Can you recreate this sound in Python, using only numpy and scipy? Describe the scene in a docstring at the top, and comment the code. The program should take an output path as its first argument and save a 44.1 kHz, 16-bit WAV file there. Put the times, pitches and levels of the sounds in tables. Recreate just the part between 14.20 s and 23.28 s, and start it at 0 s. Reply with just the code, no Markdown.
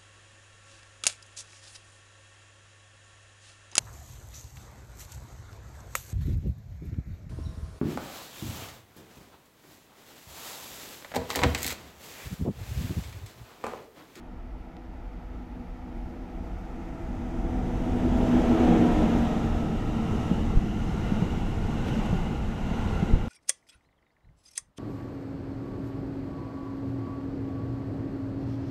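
"""A distant rumble and the roar of wheels grow as an electric locomotive hauls cement wagons up to a platform.
It passes a few metres away; the hum of its cooling blowers sinks in pitch by the Doppler effect.
Rough wheels roar and ring on the rails, swelling with each pair of bogies, and flanges squeak faintly.
The wagon bodies drum, their running gear knocks, and their slipstream thumps the microphone."""
import sys
import numpy as np
from scipy import signal
from scipy.fft import rfft, irfft, next_fast_len
from scipy.io import wavfile
from scipy.ndimage import uniform_filter1d, map_coordinates

SR = 44100
rng = np.random.default_rng(int(sys.argv[2]) if len(sys.argv) > 2 else 0)


def generate_wav(signal):
    """Clip the signal to [-1, 1] and save it as 16-bit WAV at the path in sys.argv[1]."""
    frames = np.transpose(np.atleast_2d(signal))
    scaled = np.clip(frames, -1, 1) * 32767
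    pcm = np.round(scaled).astype(np.int16)
    wavfile.write(sys.argv[1], SR, pcm)


N = 400569
TIME = np.arange(N) / SR
TRAIN_M_PER_S, SOUND_M_PER_S = 12.5, 343
PASS_S = 4.5  # the locomotive draws abreast

# the locomotive's end bogies, then those of neighbouring wagons in pairs:
# abreast t/s, roar level/dB, hiss level/dB, drumming level/dB
BOGIES = [(4.18, -38, -58.5, -31), (4.92, -36, -57, -31.5), (6.05, -40.5, -57.5, -28.5),
          (6.94, -39.7, -57.5, -31.5), (7.78, -38.5, -56.5, -30.5), (8.7, -38.5, -57.5, -30.5)]


def amp(db):
    """Amplitude ratio of a level in decibels."""
    return 10 ** (np.asarray(db) / 20)


def unit(x):
    """Normalisation to rms 1."""
    return x / np.sqrt(np.mean(x ** 2) + 1e-20)


def wobble(rate):
    """Smooth random modulation, with rate knots a second."""
    return map_coordinates(rng.standard_normal(int(N * rate / SR) + 4), [TIME * rate])


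def filtered(x, response):
    """Linear filtering: the spectrum of x times a frequency response."""
    size = next_fast_len(N + SR // 2)
    return irfft(rfft(x, size) * response(np.fft.rfftfreq(size, 1 / SR)), size)[:N]


def coloured(x, spectrum):
    """Spectral shaping by points (f/Hz, level/dB) on a log frequency axis, at rms 1."""
    f, db = np.transpose(spectrum)
    return unit(filtered(x, lambda hz: amp(np.interp(np.log(hz + 1), np.log(f), db))))


def resonate(x, modes):
    """Forced response of superposed modes (f/Hz, width/Hz, level/dB), at rms 1."""
    def response(f):
        return sum(amp(db) / (1 + 1j * (f * f - hz * hz) / (1.32 * width * f + 1e-9)) ** 2
                   for hz, width, db in modes)
    return unit(filtered(x, response))


def patchy(depth_db):
    """White noise modulated by random patches of gain in time and frequency."""
    spectra = signal.stft(rng.standard_normal(N), nperseg=1024)[2]
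    patches = uniform_filter1d(rng.standard_normal(spectra.shape), size=4, axis=0)
    patches = uniform_filter1d(patches, size=14, axis=1)
    return signal.istft(spectra * amp(depth_db * unit(patches)), nperseg=1024)[1][:N]


def handover(a, b, at_s, length_s):
    """Constant-power crossfade from a to b."""
    share = .5 + .5 * np.tanh((TIME - at_s) / length_s)
    return np.sqrt(1 - share) * a + np.sqrt(share) * b


def together(*levels):
    """Incoherent addition: unrelated sounds add in power; levels in dB."""
    return 10 * np.log10(sum(amp(db) ** 2 for db in levels))


def passing(abreast_s, peak_db, reach_m, fall_db):
    """Distance law: the level drops by fall_db (approaching, receding) per tenfold range."""
    along_m = TRAIN_M_PER_S * (TIME - abreast_s)
    return peak_db - np.where(along_m < 0, *fall_db) * np.log10(np.hypot(1, along_m / reach_m))


def procession(times, levels, reach_m):
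    """Directivity: bogies radiate sideways, so the level of each falls fast once it has passed."""
    return together(*(passing(s, db, reach_m, fall_db=(40, 40)) for s, db in zip(times, levels)))


def doppler(abreast_s, distance_m):
    """Doppler effect: the radial speed of a source sets the ratio of heard to emitted frequency."""
    along_m = TRAIN_M_PER_S * (TIME - abreast_s)
    return 1 / (1 + TRAIN_M_PER_S / SOUND_M_PER_S * along_m / np.hypot(along_m, distance_m))


def repitched(x, ratio):
    """Time scaling multiplies every frequency in x by a changing ratio."""
    return map_coordinates(x, [np.cumsum(ratio)], mode="mirror")


def ground():
    """Ground vibration: the bed rumbles most under the heavy locomotive; only deep sound carries far."""
    # rumble spectra, far and near: f/Hz, level/dB
    far_spectrum = [(10, -16.5), (25, -4), (42, 4.5), (62, -3), (85, -7.5), (125, -16.5), (180, -21.5),
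                    (310, -68)]
    near_spectrum = [(10, -15.5), (27, 5), (45, -1), (65, -1), (90, -2.5), (125, -5.5), (180, -25),
                     (310, -65)]
    locomotive_db = passing(abreast_s=4, peak_db=-30, reach_m=5, fall_db=(27, 25))
    train_db = passing(abreast_s=4, peak_db=-31, reach_m=5, fall_db=(10, 0))
    far = coloured(patchy(0.94), far_spectrum)
    near = coloured(patchy(0.6), near_spectrum)
    rumble = handover(far, near, at_s=3.23, length_s=0.79)
    return amp(together(locomotive_db, train_db) + 0.99 * wobble(9)) * rumble


def ticks():
    """Transients: noise with an exponential rise and decay is heard as ticks and brief scrapes."""
    # noise bursts: t/s, peak level/dB, rise/s, decay/s
    bursts = [(0.5681, -49, 0.00033, 0.00045), (7.685, -45, 0.018, 0.018), (7.86, -50, 0.016, .018)]
    envelope = sum(amp(db) * np.exp(np.minimum((TIME - s) / rise, (s - TIME) / decay))
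                   for s, db, rise, decay in bursts)
    spectrum = [(500, 0), (1600, 12), (3000, 14), (4500, 5), (7000, -1), (13000, -10)]
    return envelope * coloured(rng.standard_normal(N), spectrum)


def flanges():
    """Friction on the curve makes the flanges squeak in faint, wavering tones."""
    # squeaks: t/s, peak level/dB, half length/s, f/Hz
    squeaks = [(6.93, -78, .06, 10750), (7.3, -73, .03, 10830), (7.39, -71, .03, 10900),
               (6.69, -61, 0.024, 5330), (6.96, -69, 0.044, 5460), (7.33, -69, .06, 5380)]
    waver_cycles = 30 * np.cumsum(wobble(150)) / SR
    out = np.zeros(N)
    for s, db, half, hz in squeaks:
        envelope = amp(db) * np.exp(-((TIME - s) / half) ** 2)
        out += envelope * np.sin(2 * np.pi * (hz * TIME + waver_cycles))
    return out


def eddies(core_s=0.0011):
    """The pressure field of a passing vortex sucks, then pushes at the microphone."""
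    # slipstream vortices: t/s, level/dB, half length/s
    vortices = [(6.374, -11, 0.01), (8.939, -12, 0.01)]
    out = np.zeros(N)
    for s, db, half in vortices:
        t = TIME - s
        out += amp(db) * np.tanh(t / core_s) * np.exp(-(t / half) ** 2 / 2)
    return out


def knocks(rise_s=0.002, clatter_s=0.035):
    """Damped oscillation: each jolt dies quickly in the heavy frame while loose fittings rattle on."""
    # jolts of the running gear: t/s, level/dB, f/Hz, decay/s
    jolts = [(6.115, -13, 182, 0.011), (6.922, -13, 198, 0.0051), (7.024, -10.5, 171, 0.008),
             (7.929, -13, 173.5, 0.011), (8.827, -14.5, 176, 0.011), (8.934, -17.5, 233, 0.006)]
    rattle_spectrum = [(100, -13), (200, 3.5), (480, 6.0), (800, -15), (2000, -42), (5000, -120)]
    rattle = coloured(rng.standard_normal(N), rattle_spectrum)
    out = np.zeros(N)
    for s, db, hz, decay in jolts:
        t = TIME - s
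        envelope = np.exp(np.minimum(t / rise_s, -t / decay))
        tail = np.exp(np.minimum(t / rise_s, -t / clatter_s))
        clatter = (amp(-26) * np.sqrt(envelope) + amp(-25) * tail) * rattle
        out += amp(db) * (envelope * np.cos(2 * np.pi * hz * t) + clatter)
    return out


def wagon_bodies():
    """Forced vibration: the wagon tanks drum with the shaking of their bogies."""
    # drumming spectrum: f/Hz, level/dB
    tank_spectrum = [(70, -3.5), (115, -4.5), (170, -1.5), (195, -1.5), (225, 3), (265, -8.5), (350, -9.5),
                     (440, -15.5), (600, -53), (1200, -86)]
    times, _, _, levels = np.transpose(BOGIES)
    level_db = procession(times, levels, reach_m=6.85) + 0.85 * wobble(7.6)
    return amp(level_db) * coloured(patchy(1.0), tank_spectrum)


def wheel_roar():
    """Rolling noise: rough steel on rail roars and excites the modes of the wheels."""
    # roar spectra of the far train, the near locomotive and the wagons: f/Hz, level/dB
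    far_spectrum = [(250, -51), (420, -7), (484, 0), (510, -10), (531, -7.5), (638, -1), (743, 1),
                    (959, -4.5), (1070, -12.5), (1320, -5.5), (1560, -14.5), (1960, -12.5), (3840, -27),
                    (4120, -40), (4800, -56), (6240, -50), (10600, -120)]
    near_spectrum = [(250, -30), (420, 0), (465, -3), (559, -7.5), (714, -6), (875, -13), (959, -8.5),
                     (1110, -17.5), (1330, -14), (1530, -19), (1920, -21), (2380, -23.5), (3190, -25),
                     (3880, -31), (4800, -47), (6240, -79), (10600, -120)]
    wagon_spectrum = [(250, -32.5), (420, -4.5), (460, 2), (576, -5.5), (806, 0), (1010, -7.5), (1200, -10),
                      (1410, -11.5), (1680, -16.5), (2020, -14), (2470, -19), (2880, -20.5), (3260, -22),
                      (3760, -23.5), (4800, -39.5), (6240, -56), (10600, -120)]
    # wagon wheel resonances: f/Hz, width/Hz, level/dB
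    wheel_modes = [(1434, 103, 2.5), (2100, 98, -5.5), (4030, 450, -17.5)]
    # the ring dips as the first bogies recede, then settles among the oncoming ones:
    # t/s, frequency ratio, level/dB
    ring_course = [(4.5, 0.88, -1), (5.15, 0.9, -3.5), (6.1, 0.92, -12), (6.7, 0.98, -10.5),
                   (7.6, 1.01, -13), (9.08, 0.96, -9)]
    ring_times, ratios, ring_levels = np.transpose(ring_course)
    ring = repitched(resonate(patchy(0.61), wheel_modes), np.interp(TIME, ring_times, ratios))
    ring *= amp(np.interp(TIME, ring_times, ring_levels))
    rims = amp(-14) * resonate(patchy(2.0), [(2822, 300, 0)])
    wagons = coloured(patchy(1.1), wagon_spectrum) + ring + rims
    far = coloured(patchy(0.33), far_spectrum)
    near = coloured(patchy(0.74), near_spectrum)
    approach = handover(far, near, at_s=3.46, length_s=0.37)
    times, levels, _, _ = np.transpose(BOGIES)
    far_db = -55.5  # the rest of the train, far up the line
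    locomotive_db = passing(PASS_S, peak_db=-31.5, reach_m=4, fall_db=(23.5, 23.5))
    level_db = together(far_db, locomotive_db, procession(times, levels, reach_m=5.18))
    return amp(level_db + 0.14 * wobble(25)) * handover(approach, wagons, at_s=5.45, length_s=0.39)


def contact_hiss(far_db=-79.5):
    """High-frequency rolling noise: the contacts between wheel and rail hiss."""
    # hiss spectra, far and near: f/Hz, level/dB
    far_spectrum = [(2590, -20), (4400, -4.5), (6150, -9), (7490, -14), (9130, -21.5), (11300, -16),
                    (12700, -21), (13700, -12), (14300, -39)]
    near_spectrum = [(2590, -11), (4400, -3), (4740, -2.5), (6090, 0), (7800, -5), (9400, -15),
                     (11000, -11.5), (13700, -19), (14300, -19)]
    far = coloured(patchy(0.6), far_spectrum)
    near = coloured(patchy(1.0), near_spectrum)
    times, _, levels, _ = np.transpose(BOGIES)
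    locomotive_db = passing(PASS_S, peak_db=-55, reach_m=6, fall_db=(22.5, 16))
    level_db = together(far_db, locomotive_db, procession(times, levels, reach_m=5.18))
    return amp(level_db + 0.39 * wobble(40)) * handover(far, near, at_s=2.5, length_s=0.75)


def rotor(hz, drift_hz, fading_db):
    """Rotation gives a tone; random fading stands for interference with its ground reflection."""
    phase = 2 * np.pi * np.cumsum(hz + drift_hz * wobble(12)) / SR
    return unit(amp(fading_db * wobble(8)) * np.sin(phase + 0.43 * wobble(25)))


def locomotive(blade_hz=239, twin_hz=231, second_hz=317.5):
    """Blade-passing tones of the blowers, motor whine and duct resonance, all Doppler shifted."""
    # brief surges and dips of the hum: t/s, level change/dB, half length/s
    swings = [(2.547, -6.5, 0.41), (3.37, 5.5, 0.05), (4.162, 4.5, 0.085), (4.255, -10, 0.029),
              (4.378, -20, 0.026), (4.46, 1.5, 0.047), (4.823, -2, 0.052)]
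    # motor tones at rest: f/Hz, level/dB
    motor_tones = [(637, 0), (716, -2)]
    # air duct resonances at rest: f/Hz, width/Hz, level/dB
    duct_modes = [(176.4, 20, 1), (238.7, 16.3, 0), (321.3, 34.6, -4), (459, 49, -13.5)]
    # spectrum of the rushing air: f/Hz, level/dB
    air_spectrum = [(60, -54.5), (110, -2), (170, 0.5), (300, 6), (420, -12), (560, -20), (800, -2.5),
                    (1500, -73.5)]
    swing_db = sum(db * np.exp(-((TIME - s) / half) ** 2) for s, db, half in swings)
    ratio = doppler(abreast_s=4.66, distance_m=4.2)
    # a twin blower runs a little slower and beats against the main one
    twin = amp(-5.5) * rotor(twin_hz * ratio, drift_hz=2.2, fading_db=-1.5)
    hum = rotor(blade_hz * ratio, drift_hz=1.0, fading_db=0) + twin
    hum *= amp(passing(PASS_S, peak_db=-23, reach_m=4, fall_db=(27.5, 30.5)) + swing_db)
    octave = rotor(2 * blade_hz * ratio, drift_hz=2.64, fading_db=3.5)
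    octave *= amp(passing(PASS_S, peak_db=-35, reach_m=1.7, fall_db=(20, 20)))
    second_hum = rotor(second_hz * ratio, drift_hz=1.56, fading_db=2)
    second_hum *= amp(passing(PASS_S, peak_db=-34, reach_m=6, fall_db=(28.5, 31)))
    whine = sum(amp(db) * rotor(hz * ratio, drift_hz=3.59, fading_db=3) for hz, db in motor_tones)
    whine *= amp(passing(PASS_S, peak_db=-40, reach_m=13, fall_db=(56, 67)))
    ducts = amp(-3.5) * resonate(patchy(1.0), duct_modes)
    rush = amp(-6) * coloured(patchy(0.69), air_spectrum)
    air_db = passing(PASS_S, peak_db=-21.5, reach_m=4.5, fall_db=(25, 22))
    air_db += 0.26 * swing_db + 1.5 * wobble(15)
    return hum + octave + second_hum + whine + amp(air_db) * repitched(ducts + rush, ratio)


def scene():
    """Superposition: the pressures of all the train's sources add in the open air."""
    train = locomotive() + wheel_roar() + contact_hiss() + ground() + wagon_bodies()
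    return (train + knocks() + eddies() + ticks() + flanges())[None]


def record(dry, top_hz=14300):
    """Band limiting: an ideal low-pass filter removes everything above top_hz."""
    return filtered(dry[0], lambda hz: hz < top_hz)[None]


dry = scene()
out = record(dry)
generate_wav(out)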